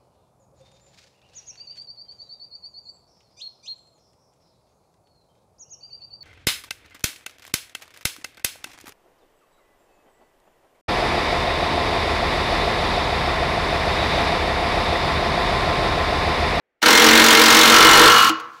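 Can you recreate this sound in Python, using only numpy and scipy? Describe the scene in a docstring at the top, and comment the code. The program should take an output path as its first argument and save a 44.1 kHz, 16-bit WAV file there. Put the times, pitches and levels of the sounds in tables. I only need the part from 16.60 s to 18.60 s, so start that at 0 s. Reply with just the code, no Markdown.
"""A workshop, one microphone close to a cordless impact wrench tightening a bolt.
The gears rasp and the hammer strikes the anvil about 46 times a second; a steel ring at the bolt,
about 1-1.7 kHz, grows as it seats. The trigger is let go, the drive knocks to a stop and the steel
rings out into the room. At this distance the loud blows overload the recorder."""
import sys
import numpy as np
from scipy import signal
from scipy.fft import rfft, irfft
from scipy.io import wavfile
from scipy.ndimage import uniform_filter1d

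SR = 44100
rng = np.random.default_rng(int(sys.argv[2]) if len(sys.argv) > 2 else 0)


def transcribe(signal):
    """Save signal, clipped to [-1, 1], as a 16-bit WAV file at the path in sys.argv[1]."""
    frames = np.atleast_2d(signal).T
    limited = np.clip(frames, -1, 1)
    pcm = np.round(limited * 32767).astype(np.int16)
    wavfile.write(sys.argv[1], SR, pcm)


N = 88200
TIME = np.arange(N) / SR
CONTACT_RISE_S, CONTACT_FALL_S = 0.0021, 0.0062


def amp(db):
    """Decibels to gain."""
    return 10 ** (np.asarray(db) / 20)


def unit(x):
    """Scales to an rms of one."""
    return x / np.sqrt(np.mean(x ** 2) + 1e-20)


def level(curve, t=TIME):
    """Gain along a dB curve in time."""
    return amp(np.interp(t, *np.transpose(curve)))


def at_hz(points, hz):
    """Reads a table on a log-frequency axis."""
    f, value = np.transpose(points)
    return np.interp(np.log(hz + 1), np.log(f + 1), value)


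def noise(spectrum):
    """Steady noise of unit rms with the given spectral shape."""
    gains = amp(at_hz(spectrum, np.fft.rfftfreq(N, 1 / SR)))
    return unit(irfft(rfft(rng.standard_normal(N)) * gains, N))


def convolve(x, response):
    """Plays x through an impulse response."""
    return signal.fftconvolve(x, response)[:N]


def impulses(times, gains):
    """One impulse at each time."""
    return np.bincount(np.clip(np.round(times * SR).astype(int), 0, N - 1), gains, N)


def burst(hits):
    """Envelope of the brief chatter of steel on steel after each hit."""
    shape = (1 - np.exp(-(TIME / CONTACT_RISE_S) ** 2)) * np.exp(-TIME / CONTACT_FALL_S)
    return convolve(hits, shape)


def ring(hits, modes, loose):
    """Modes struck by the hits; a loose contact (0 to 1) adds chatter that differs from blow to blow."""
    chatter = unit(burst(hits) * rng.standard_normal(N))
    push = (1 - loose) * unit(hits) + loose * chatter
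    sound = np.zeros(N)
    for hz, db, t60 in modes:
        onset = np.tanh(TIME * hz / 2) ** 2
        swing = onset * amp(-60 * TIME / t60) * np.sin(2 * np.pi * hz * TIME)
        sound += amp(db) * unit(convolve(push, np.gradient(swing)))
    return sound


def thud(hits, spectrum, t60):
    """A struck body with many close, quickly dying modes."""
    shape = noise(spectrum) * amp(-60 * TIME / t60) * (1 - np.exp(-TIME / CONTACT_RISE_S))
    return unit(convolve(hits, shape))


def patchy(x, depth_db):
    """Gives each blow a slightly different colour, in patches about 1 kHz wide."""
    spectra = signal.stft(x, nperseg=256)[2]
    patches = uniform_filter1d(rng.standard_normal(spectra.shape), size=6, axis=0)
    patches = uniform_filter1d(patches, size=5, axis=1)
    return signal.istft(spectra * amp(depth_db * unit(patches)), nperseg=256)[1][:N]


# the quiet shop at the microphone (frequency [Hz], relative level [dB])
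SHOP_SPECTRUM = [(25, -4), (60, -3), (150, -6), (480, 10), (1000, -2), (2100, 1), (6000, -33), (15000, -31)]


def room_tone():
    """The faint, steady background of the workshop."""
    return amp(-77) * noise(SHOP_SPECTRUM)


# gear rasp through the run (time [s], level [dB])
GEAR_LEVEL = [(.21, -78.5), (.22, -11), (.235, -7.5), (.25, -8), (.27, -2.5), (1.45, 2), (1.6, 0),
              (1.698, -5), (1.72, -41), (1.76, -51), (1.95, -41.5)]
# the gears from close by (frequency [Hz], relative level [dB])
GEAR_SPECTRUM = [(30, -33), (150, -9.5), (400, -24), (800, -0.5), (1300, -9), (2200, 0.5), (3600, -1),
                 (6500, -7.5), (9000, -16), (15000, -18.5)]


def gears(clicks):
    """The gear train rasps for as long as the motor turns, and clicks as it runs down."""
    return amp(-15.5) * (level(GEAR_LEVEL) + burst(clicks)) * noise(GEAR_SPECTRUM)


# pace of the hammer under load (time [s], rate [blows/s])
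BLOW_RATE = [(0.257, 42.76), (0.55, 45.72), (1.0, 45.81), (1.3, 47.74), (1.6, 48.54), (1.7, 38.18)]
# force of the blows (time [s], level [dB])
BLOW_FORCE = [(.26, -2.5), (.6, 0.5), (1.0, 0), (1.25, 0.5), (1.45, 2), (1.56, -5.5), (1.63, -5),
              (1.7, -11)]


def hammer(catch_s=.2265, start_s=.2580, stop_s=1.702, rebound_s=.008):
    """A light first catch, then nearly even blows; after each the hammer falls back on the anvil."""
    rate = np.interp(TIME, *np.transpose(BLOW_RATE)) * (TIME >= start_s) * (TIME < stop_s)
    count = np.ceil(np.cumsum(rate) / SR)
    times = np.append(catch_s, TIME[1:][np.diff(count) > 0])
    jitter, uneven_db, rebound_jitter = rng.standard_normal((len(times), 3)).T
    catch_db = -7 * (times < start_s)
    gains = level(BLOW_FORCE, times) * amp(uneven_db + catch_db)
    blows = impulses(times + .00012 * jitter, gains)
    rebounds = impulses(times + rebound_s + .0003 * rebound_jitter, gains * amp(1))
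    return blows, rebounds


# steel-on-steel crack from close by (frequency [Hz], relative level [dB])
CRACK_SPECTRUM = [(40, -22), (200, -20), (800, -1.5), (2000, 2.5), (3600, 3), (6000, -0.5), (8500, -9),
                  (11500, -12), (15000, -11.5)]
# clatter of the housing (frequency [Hz], relative level [dB])
HOUSING_SPECTRUM = [(30, -39), (130, -18.5), (260, -3), (600, -4.5), (950, -0.5), (1700, 0.5), (2200, -5),
                    (3500, -9), (7000, -25), (15000, -35.5)]
# how strongly the blows shake the housing (time [s], level [dB])
CLATTER_LEVEL = [(.23, 5), (.3, 0), (.6, 0), (1.0, -2.5), (1.2, 1.5), (1.45, 2.5), (1.55, -6.5),
                 (1.63, -14.5), (1.7, -17)]
# modes of the wrench with its socket (frequency [Hz], level [dB], t60 [s])
WRENCH_MODES = [(227.9, -27, 0.22), (267.7, -31, 0.061), (312.1, -22, 0.17), (448.2, -24.5, 0.24),
                (486.3, -22.5, 0.35), (978, -21.5, 0.04), (1350, -27.5, 0.14), (1827, -25, 0.072),
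                (2118, -22.5, 0.11), (2175, -26, 0.065), (2910, -29.5, 0.042), (3524, -25, 0.024),
                (4197, -25.5, 0.11), (5666, -29.5, 0.056)]


def wrench(blows, rebounds):
    """Each blow cracks on the anvil and rings the wrench; blow and rebound shake the housing."""
    crack = unit(burst(blows) * patchy(noise(CRACK_SPECTRUM), depth_db=3.2))
    housing = thud((blows + rebounds) * level(CLATTER_LEVEL), HOUSING_SPECTRUM, t60=0.062)
    ringing = ring(blows * level(CLATTER_LEVEL), WRENCH_MODES, loose=0.47)
    return amp(-14) * (crack + housing) + ringing


# low shudder of the frame (time [s], level [dB])
SHUDDER_LEVEL = [(.23, -33), (.33, -25), (.47, 2.5), (.95, -24.5), (1.1, 0), (1.42, 7), (1.6, -7),
                 (1.7, -15)]
# the frame from close by (frequency [Hz], relative level [dB])
FRAME_SPECTRUM = [(10, -30), (30, -20), (55, -6), (130, -6.5), (260, 5), (450, -11.5), (900, -11.5),
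                  (4000, -56)]


def frame(beats):
    """The blows set the frame shuddering."""
    return amp(-25) * thud(beats * level(SHUDDER_LEVEL), FRAME_SPECTRUM, t60=0.21)


# strength of the blows at the bolt (time [s], level [dB])
SEATING_LEVEL = [(.25, -5.5), (.45, -12.5), (.85, -5), (1.06, -5.5), (1.16, 4.5), (1.4, 3.5), (1.5, 7),
                 (1.6, 5), (1.7, -6.5)]


def bolt(beats, lag_s=.007):
    """The bolt passes each blow on a moment later, harder once it seats."""
    return np.roll(beats, round(lag_s * SR)) * level(SEATING_LEVEL)


# modes of the socket on the nut (frequency [Hz], level [dB], t60 [s])
SOCKET_MODES = [(2907, -23, 0.075), (2960, -32, 0.073), (4230, -29.5, 0.056)]


def socket(hits):
    """The socket, loose on the nut, rings high and short."""
    return ring(hits, SOCKET_MODES, loose=0.53)


# steel ring at the bolt (frequency [Hz], level [dB], t60 [s])
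STEEL_RING_MODES = [(1036, -27.5, 0.1), (1050, -28, 0.26), (1089, -29, 0.4), (1162, -26, 0.18),
                    (1330, -23, 0.39), (1371, -26, 0.098), (1555, -29.5, 0.081), (1688, -29, 0.22)]


def steel_ring(hits):
    """Struck steel rings at the bolt, about 1-1.7 kHz, growing as it seats."""
    return ring(hits, STEEL_RING_MODES, loose=0.53)


# short pings of the nut (frequency [Hz], level [dB], t60 [s])
NUT_MODES = [(1100, -22, .03), (1340, -17.5, .035)]


def nut(blows, lag_s=.0095, jitter_s=.0004):
    """The nut springs back with one short ping after each blow."""
    times = TIME[blows > 0]
    late = lag_s + jitter_s * rng.standard_normal(len(times))
    return ring(impulses(times + late, level(SEATING_LEVEL, times)), NUT_MODES, loose=0)


# reverberation of the workshop (frequency [Hz], t60 [s])
ROOM_DECAY = [(100, 0.89), (500, 0.67), (1200, 0.76), (3000, 0.43), (6500, 0.35), (9000, 0.12),
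              (15000, 0.6)]


def workshop(x, cutoff_hz=8000):
    """The room returns a dull, diffuse tail to the microphone; the lows last longest."""
    hz, t, spectra = signal.stft(rng.standard_normal(N), SR, nperseg=256)
    dull = 1 / np.sqrt(1 + (hz[:, None] / cutoff_hz) ** 10)
    decay = amp(-60 * t / at_hz(ROOM_DECAY, hz)[:, None])
    tail = signal.istft(spectra * dull * decay, SR, nperseg=256)[1][:N]
    return convolve(x, tail / np.linalg.norm(tail))


def brake(start_s=1.690, hz=320, rise_s=.016, t60=.15):
    """The braking motor jolts the body of the wrench into a low ring."""
    t = np.maximum(TIME - start_s, 0)
    onset = 1 - np.exp(-(t / rise_s) ** 2)
    return onset * amp(-7 - 60 * t / t60) * np.sin(2 * np.pi * hz * t)


# the last light rattle (time [s], click level [dB], ringing tap level [dB])
RATTLE_HITS = [(1.712, -16, -27), (1.741, -35, -12), (1.755, -37, -28), (1.771, -35, -22),
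               (1.797, -16, -22), (1.84, -38, -30)]


def rattle():
    """The socket rattles on the nut as the motor runs down: impulses for the gears and the steel ring."""
    times, click_db, tap_db = np.transpose(RATTLE_HITS)
    return impulses(times, amp(click_db)), impulses(times, amp(tap_db))


def scene():
    """Mono, close up: tool and steel carry into the room, the low jolts stay dry at the microphone."""
    blows, rebounds = hammer()
    beats = blows / level(BLOW_FORCE)  # the blows without their force curve
    bolt_hits = bolt(beats)
    clicks, taps = rattle()
    tool = wrench(blows, rebounds) + gears(clicks) + socket(bolt_hits)
    steel = steel_ring(bolt_hits + taps) + nut(blows)
    jolts = frame(beats) + brake()
    room = workshop(amp(-17) * tool + amp(-18.5) * steel)
    return (tool + steel + jolts + room + room_tone())[None]


def record(dry):
    """The recorder's limiter eases the loud blows down, the peaks round off and the band ends steeply."""
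    threshold_db, ratio, recover_db_per_s = -6, 2, 22
    ceiling, knee, edge_hz = 0.59, 7.5, 15850
    x = dry[0]
    power_db = 10 * np.log10(abs(uniform_filter1d(x ** 2, size=220)) + 1e-12)
    recovery_db = TIME * recover_db_per_s
    held_db = np.maximum.accumulate(power_db + recovery_db) - recovery_db
    over_db = uniform_filter1d(np.maximum(held_db - threshold_db, 0), size=100)
    x = x / amp(over_db * (1 - 1 / ratio))
    x = x / (1 + abs(x / ceiling) ** knee) ** (1 / knee)
    lowpass = signal.firwin(511, edge_hz, window=("kaiser", 9), fs=SR)
    return signal.oaconvolve(x, lowpass, "same")[None]


dry = scene()
out = record(dry)
transcribe(out)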